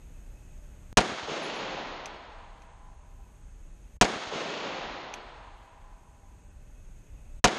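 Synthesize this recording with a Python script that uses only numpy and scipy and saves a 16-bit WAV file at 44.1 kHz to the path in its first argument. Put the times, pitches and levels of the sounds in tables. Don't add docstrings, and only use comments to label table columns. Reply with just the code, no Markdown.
import sys
import numpy as np
from scipy import signal
from scipy.fft import rfft, irfft, next_fast_len
from scipy.io import wavfile
from scipy.ndimage import uniform_filter1d, minimum_filter1d

SR = 44100
rng = np.random.default_rng(int(sys.argv[2]) if len(sys.argv) > 2 else 0)


def gain_from_db(level_db):
    decades = np.asarray(level_db, float) / 20
    return 10 ** decades


def inscribe(sig):
    pcm = np.round(np.clip(np.atleast_2d(sig).T, -1, 1) * 32767)
    wavfile.write(sys.argv[1], SR, pcm.astype(np.int16))


N = 334278

# (time [s], level [dB])
SHOTS = [
    (0.971, -11),
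    (4.0112, -11.5),
    (7.4413, -11),
]
# (time [s], fade [s])
MUTES = [
    (.928, .001),
    (3.969, .004),
    (7.393, .008),
]
BANDS_HZ = 25 * 2 ** np.arange(0, 9.3, 1 / 3)
PORT_HZ = 6520


def read(table, hz):
    f, v = np.transpose(table)
    return np.interp(np.log(hz), np.log(f), v)


def bands(x):
    size = next_fast_len(x.shape[-1])
    place = 3 * np.log2(np.maximum(np.fft.rfftfreq(size, 1 / SR), 1) / BANDS_HZ[0])
    spectrum = rfft(x, size)
    for k, hz in enumerate(BANDS_HZ):
        weight = np.cos(np.pi / 2 * np.clip(place - k, -1, 1)) ** 2
        yield hz, irfft(spectrum * weight, size)[..., :x.shape[-1]]


def fade(t, t60):
    return (t >= 0) * gain_from_db(-60 * np.clip(t, 0, 9) / t60)


def peak(x, hz, width_hz):
    return signal.lfilter(*signal.iirpeak(hz, hz / width_hz, SR), x)


def walk(rate):
    points = rng.standard_normal(int(N / SR * 400))[:int(N / SR * rate) + 2]
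    return 1.2 * np.interp(np.arange(N) * rate / SR, np.arange(len(points)), points)


def add(out, x, s):
    i = int(s * SR)
    out[i:i + len(x)] += x[:len(out) - i]


def shots():
    same_paths = .95
    out, size = np.zeros(N), next_fast_len(int(2.9 * SR))
    common = same_paths * rng.standard_normal((2, 1, size))
    own = np.sqrt(1 - same_paths ** 2) * rng.standard_normal((2, len(SHOTS), size))
    near, far = common + own
    for (s, db), first, late in zip(SHOTS, near, hall(far)):
        add(out, gain_from_db(db) * blast(first[:SR // 2]), s)
        add(out, late, s)
        add(out, slide(), s)
        add(out, slaps(), s)
    return 0.64 * np.tanh(out / 0.83)


def blast(paths):
    # (frequency [Hz], level [dB per Hz])
    blast_colour = [(40, -6.5), (110, -11.5), (200, -9), (320, -11), (550, -11), (760, -2.5), (990, -12),
                    (1330, -8), (1720, -19), (2150, -13.5), (3900, -14.5), (6500, -18.5), (9500, -28),
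                    (13300, -40)]
    # (frequency [Hz], t60 [s])
    bay_t60 = [(40, 0.12), (150, 0.18), (400, 0.29), (800, 0.18), (2000, 0.14), (5000, 0.076),
               (9000, 0.075), (13000, 0.0088)]
    # (frequency [Hz], level [dB], t60 [s], delay [s])
    bench_ring = [(736.3, -2.5, 0.12, .0095), (397, -5.5, 0.067, 0.005), (1608, -14, 0.14, .003),
                  (37.3, -9, 0.12, 0.0008), (217, -4.5, 0.068, .004)]
    # (delay [s], level [dB], low-pass [Hz], length [ms])
    baffles = [
        (0.116, -38, 90, 12),
        (0.147, -32.5, 120, 11),
        (0.257, -34, 70.4, 13),
    ]
    clamp_s, clamp_db = .0215, -5
    t = np.arange(len(paths)) / SR
    bay = sum(x * gain_from_db(read(blast_colour, hz)) * fade(t, read(bay_t60, hz)) for hz, x in bands(paths))
    bay /= np.sqrt(np.mean(bay[:SR // 50] ** 2))
    out = bay * np.minimum(t / 0.0014, 1)
    for hz, db, t60, late in bench_ring:
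        out += gain_from_db(db) * fade(t - late, t60) * np.sin(2 * np.pi * hz * (t - late))
    for late, db, dull_hz, ms in baffles:
        pulse = bay[:SR // 20] * fade(t[:SR // 20], 0.016 * ms)
        front = signal.lfilter(*signal.butter(2, dull_hz, fs=SR), pulse)
        add(out, gain_from_db(db + 8.5) * front / np.abs(front).max(), late)
    return out * gain_from_db(clamp_db * np.clip((t - clamp_s) / 0.0014, 0, 1))


def slaps():
    # (delay [s], level [dB], frequency [Hz])
    surfaces = [
        (.3042, -22.5, 700),
        (.3095, -24, 820),
        (.3135, -21.5, 450),
        (.3250, -19, 470),
        (.346, -29, 230),
        (.640, -25, 580),
    ]
    cycles, rise_s = 8, .001
    out, t = np.zeros(SR), np.arange(SR // 20) / SR
    for late, db, hz in surfaces:
        thud = fade(t, cycles / hz) * np.minimum(t / rise_s, 1) * np.sin(2 * np.pi * hz * t)
        add(out, gain_from_db(db) * thud, late)
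    return out


def hall(paths):
    # (frequency [Hz], bay level [dB], bay t60 [s], backstop level [dB], backstop t60 [s])
    two_waves = [(120, -11.5, .5, -29.5, 1.6), (248, -12.5, 0.61, -34, 1.49), (471, -15, .62, -31, 1.534),
                 (843, -20, 1.07, -35, 1.926), (1600, -20.5, .92, -39.5, 1.913),
                 (2680, -28, 1.16, -39, 1.627), (4020, -28, 1.21, -41, 1.585),
                 (6760, -24.5, 0.91, -38.5, 1.18)]
    # (frequency [Hz], level [dB per Hz])
    hall_colour = [(35, -42), (90, -27.5), (140, -11), (300, -3.5), (420, -4.5), (600, -4.5), (1670, -6.5),
                   (3700, -6), (5600, -16.5), (7500, -22), (9200, -33), (11000, -32), (14000, -46.5)]
    # (frequency [Hz], width [Hz], level [dB])
    roof_modes = [(660, 12, -4), (805, 14, -1), (838, 12, 0), (930, 25, -4), (968, 25, 0), (1010, 20, -1)]
    roof_db, roof_t60 = -43, 7.6
    backstop_s, rise_s = .307, .02
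    second_trip_db = -4.5
    air_loss_db = 9
    grain_db, grain_s = 1, 1
    t = np.arange(paths.shape[1]) / SR
    centres, *columns = np.transpose(two_waves)
    first, second = [np.clip((t - trip * backstop_s) / rise_s, 0, 1) for trip in (1, 2)]
    answer = first + gain_from_db(2 * second_trip_db) * second
    roof = sum(gain_from_db(db) * peak(paths, hz, width) / np.sqrt(width) for hz, width, db in roof_modes)
    out = gain_from_db(roof_db) * roof / roof.std() * fade(t - backstop_s, roof_t60)
    for hz, x in bands(paths):
        bay_db, bay_t60, back_db, back_t60 = (np.interp(np.log(hz), np.log(centres), c) for c in columns)
        bay = gain_from_db(2 * bay_db) * fade(t, bay_t60 / 2)
        back = gain_from_db(2 * back_db) * fade(t - backstop_s, back_t60 / 2) * answer
        colour_db = read(hall_colour, hz) - air_loss_db * max(hz - PORT_HZ, 0) / 1000 * t
        out += x * np.sqrt(bay + back) * gain_from_db(colour_db) * np.sqrt(SR / 2)
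    out *= gain_from_db(duck_db(t) + grain_db * np.exp(-t / grain_s) * walk(150)[:len(t)])
    return out * np.minimum(t / .02, 1) * np.clip((t[-1] - t) / 1.02, 0, 1)


def slide():
    stops_s = [
        .0005,
        .0098,
        .0335,
        .040,
    ]
    # (level [dB], centre [Hz], t60 [s])
    stop_sounds = [
        (-17, 4000, .012),
        (-17, 7000, .018),
        (-23, 3000, .022),
        (-20, 1500, .02),
    ]
    t = np.arange(SR // 10) / SR
    out = np.zeros(len(t))
    for late, (db, hz, t60) in zip(stops_s, stop_sounds):
        noise = peak(rng.standard_normal(len(t)), hz, hz) * np.sqrt(SR / np.pi / hz)
        out += gain_from_db(db) * fade(t - late, t60) * noise
    return signal.lfilter(*signal.butter(3, 7500, fs=SR), out)


def struck(times, dbs, modes, rise, rough_hz, crack_db):
    out, t = np.zeros(N), np.arange(SR // 2) / SR
    crack_band = signal.butter(4, (1800, 7000), "band", fs=SR, output="sos")
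    for s, db in zip(times, dbs):
        crack = signal.sosfilt(crack_band, rng.standard_normal(len(t)))
        contact = fade(t, .012) + .45 * fade(t - .0042, .022) + .11 * fade(t, .12)
        hit = gain_from_db(crack_db) * crack * contact
        for hz, mode_db, t60 in modes:
            wobble = peak(rng.standard_normal(len(t)), hz, rough_hz) * np.sqrt(SR / np.pi / rough_hz)
            hit += gain_from_db(mode_db) * fade(t, t60) * (.7 * np.sin(2 * np.pi * hz * t) + .3 * wobble)
        add(out, gain_from_db(db) * hit * np.minimum(t / rise, 1), s)
    return out


def trigger_resets():
    # (time [s]), (level [dB])
    reset_s = [
        2.0573,
        5.1387,
        2.62,
        1.541,
    ]
    reset_db = [
        -29.5,
        -29,
        -49,
        -40,
    ]
    # (frequency [Hz], level [dB], t60 [s])
    trigger_modes = [(2450, 5, .013), (3300, -7, .008), (4300, -12, .008), (5300, -8, .01),
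                     (6100, -1, .014), (8300, -20, .01), (9600, -30, .06), (11300, -30, .06)]
    return struck(reset_s, reset_db, trigger_modes, .001, 500, crack_db=-3)


def case_tinkles():
    # (time [s]), (level [dB])
    case_s = [
        1.03,
        1.42,
        1.545,
        4.06,
        4.59,
        7.53,
    ]
    case_db = [
        -62,
        -47,
        -54,
        -57.5,
        -63,
        -61,
    ]
    # (frequency [Hz], level [dB], t60 [s])
    brass_modes = [(10360, -7.5, 0.3), (10760, -8, .22), (11500, -20.5, .1)]
    return struck(case_s, case_db, brass_modes, 0.0091, 150, crack_db=-25)


def air():
    # (frequency [Hz], level [dB per Hz])
    air_colour = [(12, -29), (22, -1), (42, -8), (120, -21.5), (281, -32), (600, -38), (1130, -44),
                  (1500, -45.5), (2500, -46.5), (4900, -58.5), (6000, -56), (7500, -47), (10000, -58.5),
                  (13500, -56.5)]
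    # (time [s], level on the rumble [dB])
    gusts = [
        (0.0, 1),
        (0.92, 1.5),
        (2.6, 2),
        (3.96, 2.5),
        (5.7, 0),
        (7.39, 2.5),
    ]
    # (frequency [Hz], width [Hz], level [dB])
    whine = [(2566, 18, -78.5), (594, 6, -74), (835, 10, -81), (1520, 120, -80), (6520, 450, -76)]
    t = np.arange(N) / SR
    gust = np.interp(t, *np.transpose(gusts)) + 1.2 * walk(18)
    out = np.zeros((2, N))
    for hz, x in bands(rng.standard_normal(N)):
        level_db = read(air_colour, hz) + gust * min(60 / hz, 1) + .6 * walk(8)
        out[int(hz > 200)] += x * gain_from_db(level_db)
    out *= gain_from_db(-45) / out.sum(axis=0).std()
    for hz, width, db in whine:
        tone = peak(rng.standard_normal(N), hz, width) * np.sqrt(SR / np.pi / width)
        out[1] += gain_from_db(db + 1.3 * walk(5.3)) * tone
    return out


def duck_db(t):
    release_db_s, release_end_s, knee_s = 21, 0.85, 0.11
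    creep_db, creep_s = -19.5, 1.233
    creep = creep_db * np.exp(-np.maximum(t, 0) / creep_s)
    return creep - release_db_s * knee_s * np.logaddexp(0, (release_end_s - t) / knee_s)


def gain():
    t, out = np.arange(N) / SR, np.ones((2, N))
    for (s, _), (mute, length) in zip(SHOTS, MUTES):
        rest = np.clip((mute + .018 - t) / .016, 0, 1)
        main_fade = np.clip(1 - (t - mute) / length, 0, 1)
        shut = [rest, np.maximum(main_fade, gain_from_db(-14) * rest)]
        out = np.where(t < s, out * np.maximum(shut, gain_from_db(-39)), gain_from_db(duck_db(t - s)))
    return out


def mute_tick():
    return -gain_from_db(-32.5) * fade(np.arange(N) / SR - MUTES[0][0], .02)


def drop_masked_treble(x):
    keep_floor_db, mask_db = -119.5, -33
    hz, _, z = signal.stft(x, SR, nperseg=512)
    power = np.abs(z) ** 2 * 2 * 512 / SR / 1.5
    middle = uniform_filter1d(power[(hz > 500) & (hz < 4000)].mean(axis=0), size=3)
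    middle = minimum_filter1d(middle, size=4, origin=1)
    band = np.repeat(power[:-1].reshape(64, 4, -1).mean(axis=1), 4, axis=0)
    band = uniform_filter1d(band, size=4, axis=1, origin=1)
    keep_db = keep_floor_db + 1.6 * walk(7)[::256] + 6 * np.maximum(hz[:-1, None] / 1000 - 12.3, 0)
    bar = gain_from_db(2 * keep_db) + gain_from_db(2 * mask_db) * middle[:keep_db.shape[1]]
    z[:-1, :bar.shape[1]] *= (band[:, :bar.shape[1]] > bar) | (hz[:-1, None] < 3500)
    return signal.istft(z, SR)[1][:N]


def scene():
    mono = shots() + np.sum(gain() * air(), axis=0) + mute_tick()
    mono += trigger_resets() + case_tinkles()
    return np.array([mono, mono])


def low_pass(x):
    return signal.sosfilt(signal.butter(12, 14490, fs=SR, output="sos"), x)


def record(dry):
    port_width_hz, port_db, side_db = 330, 0, -7.5
    mono = drop_masked_treble(dry[0] + gain_from_db(port_db) * peak(dry[0], PORT_HZ, port_width_hz))
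    mono = signal.sosfilt(signal.ellip(8, .2, 70, 13900, fs=SR, output="sos"), mono)
    treble = signal.sosfilt(signal.butter(3, 11000, "high", fs=SR, output="sos"), np.gradient(mono))
    side = gain_from_db(side_db) * walk(300) * treble
    return low_pass(np.array([mono + side, mono - side]))


dry = scene()
out = record(dry)
inscribe(out)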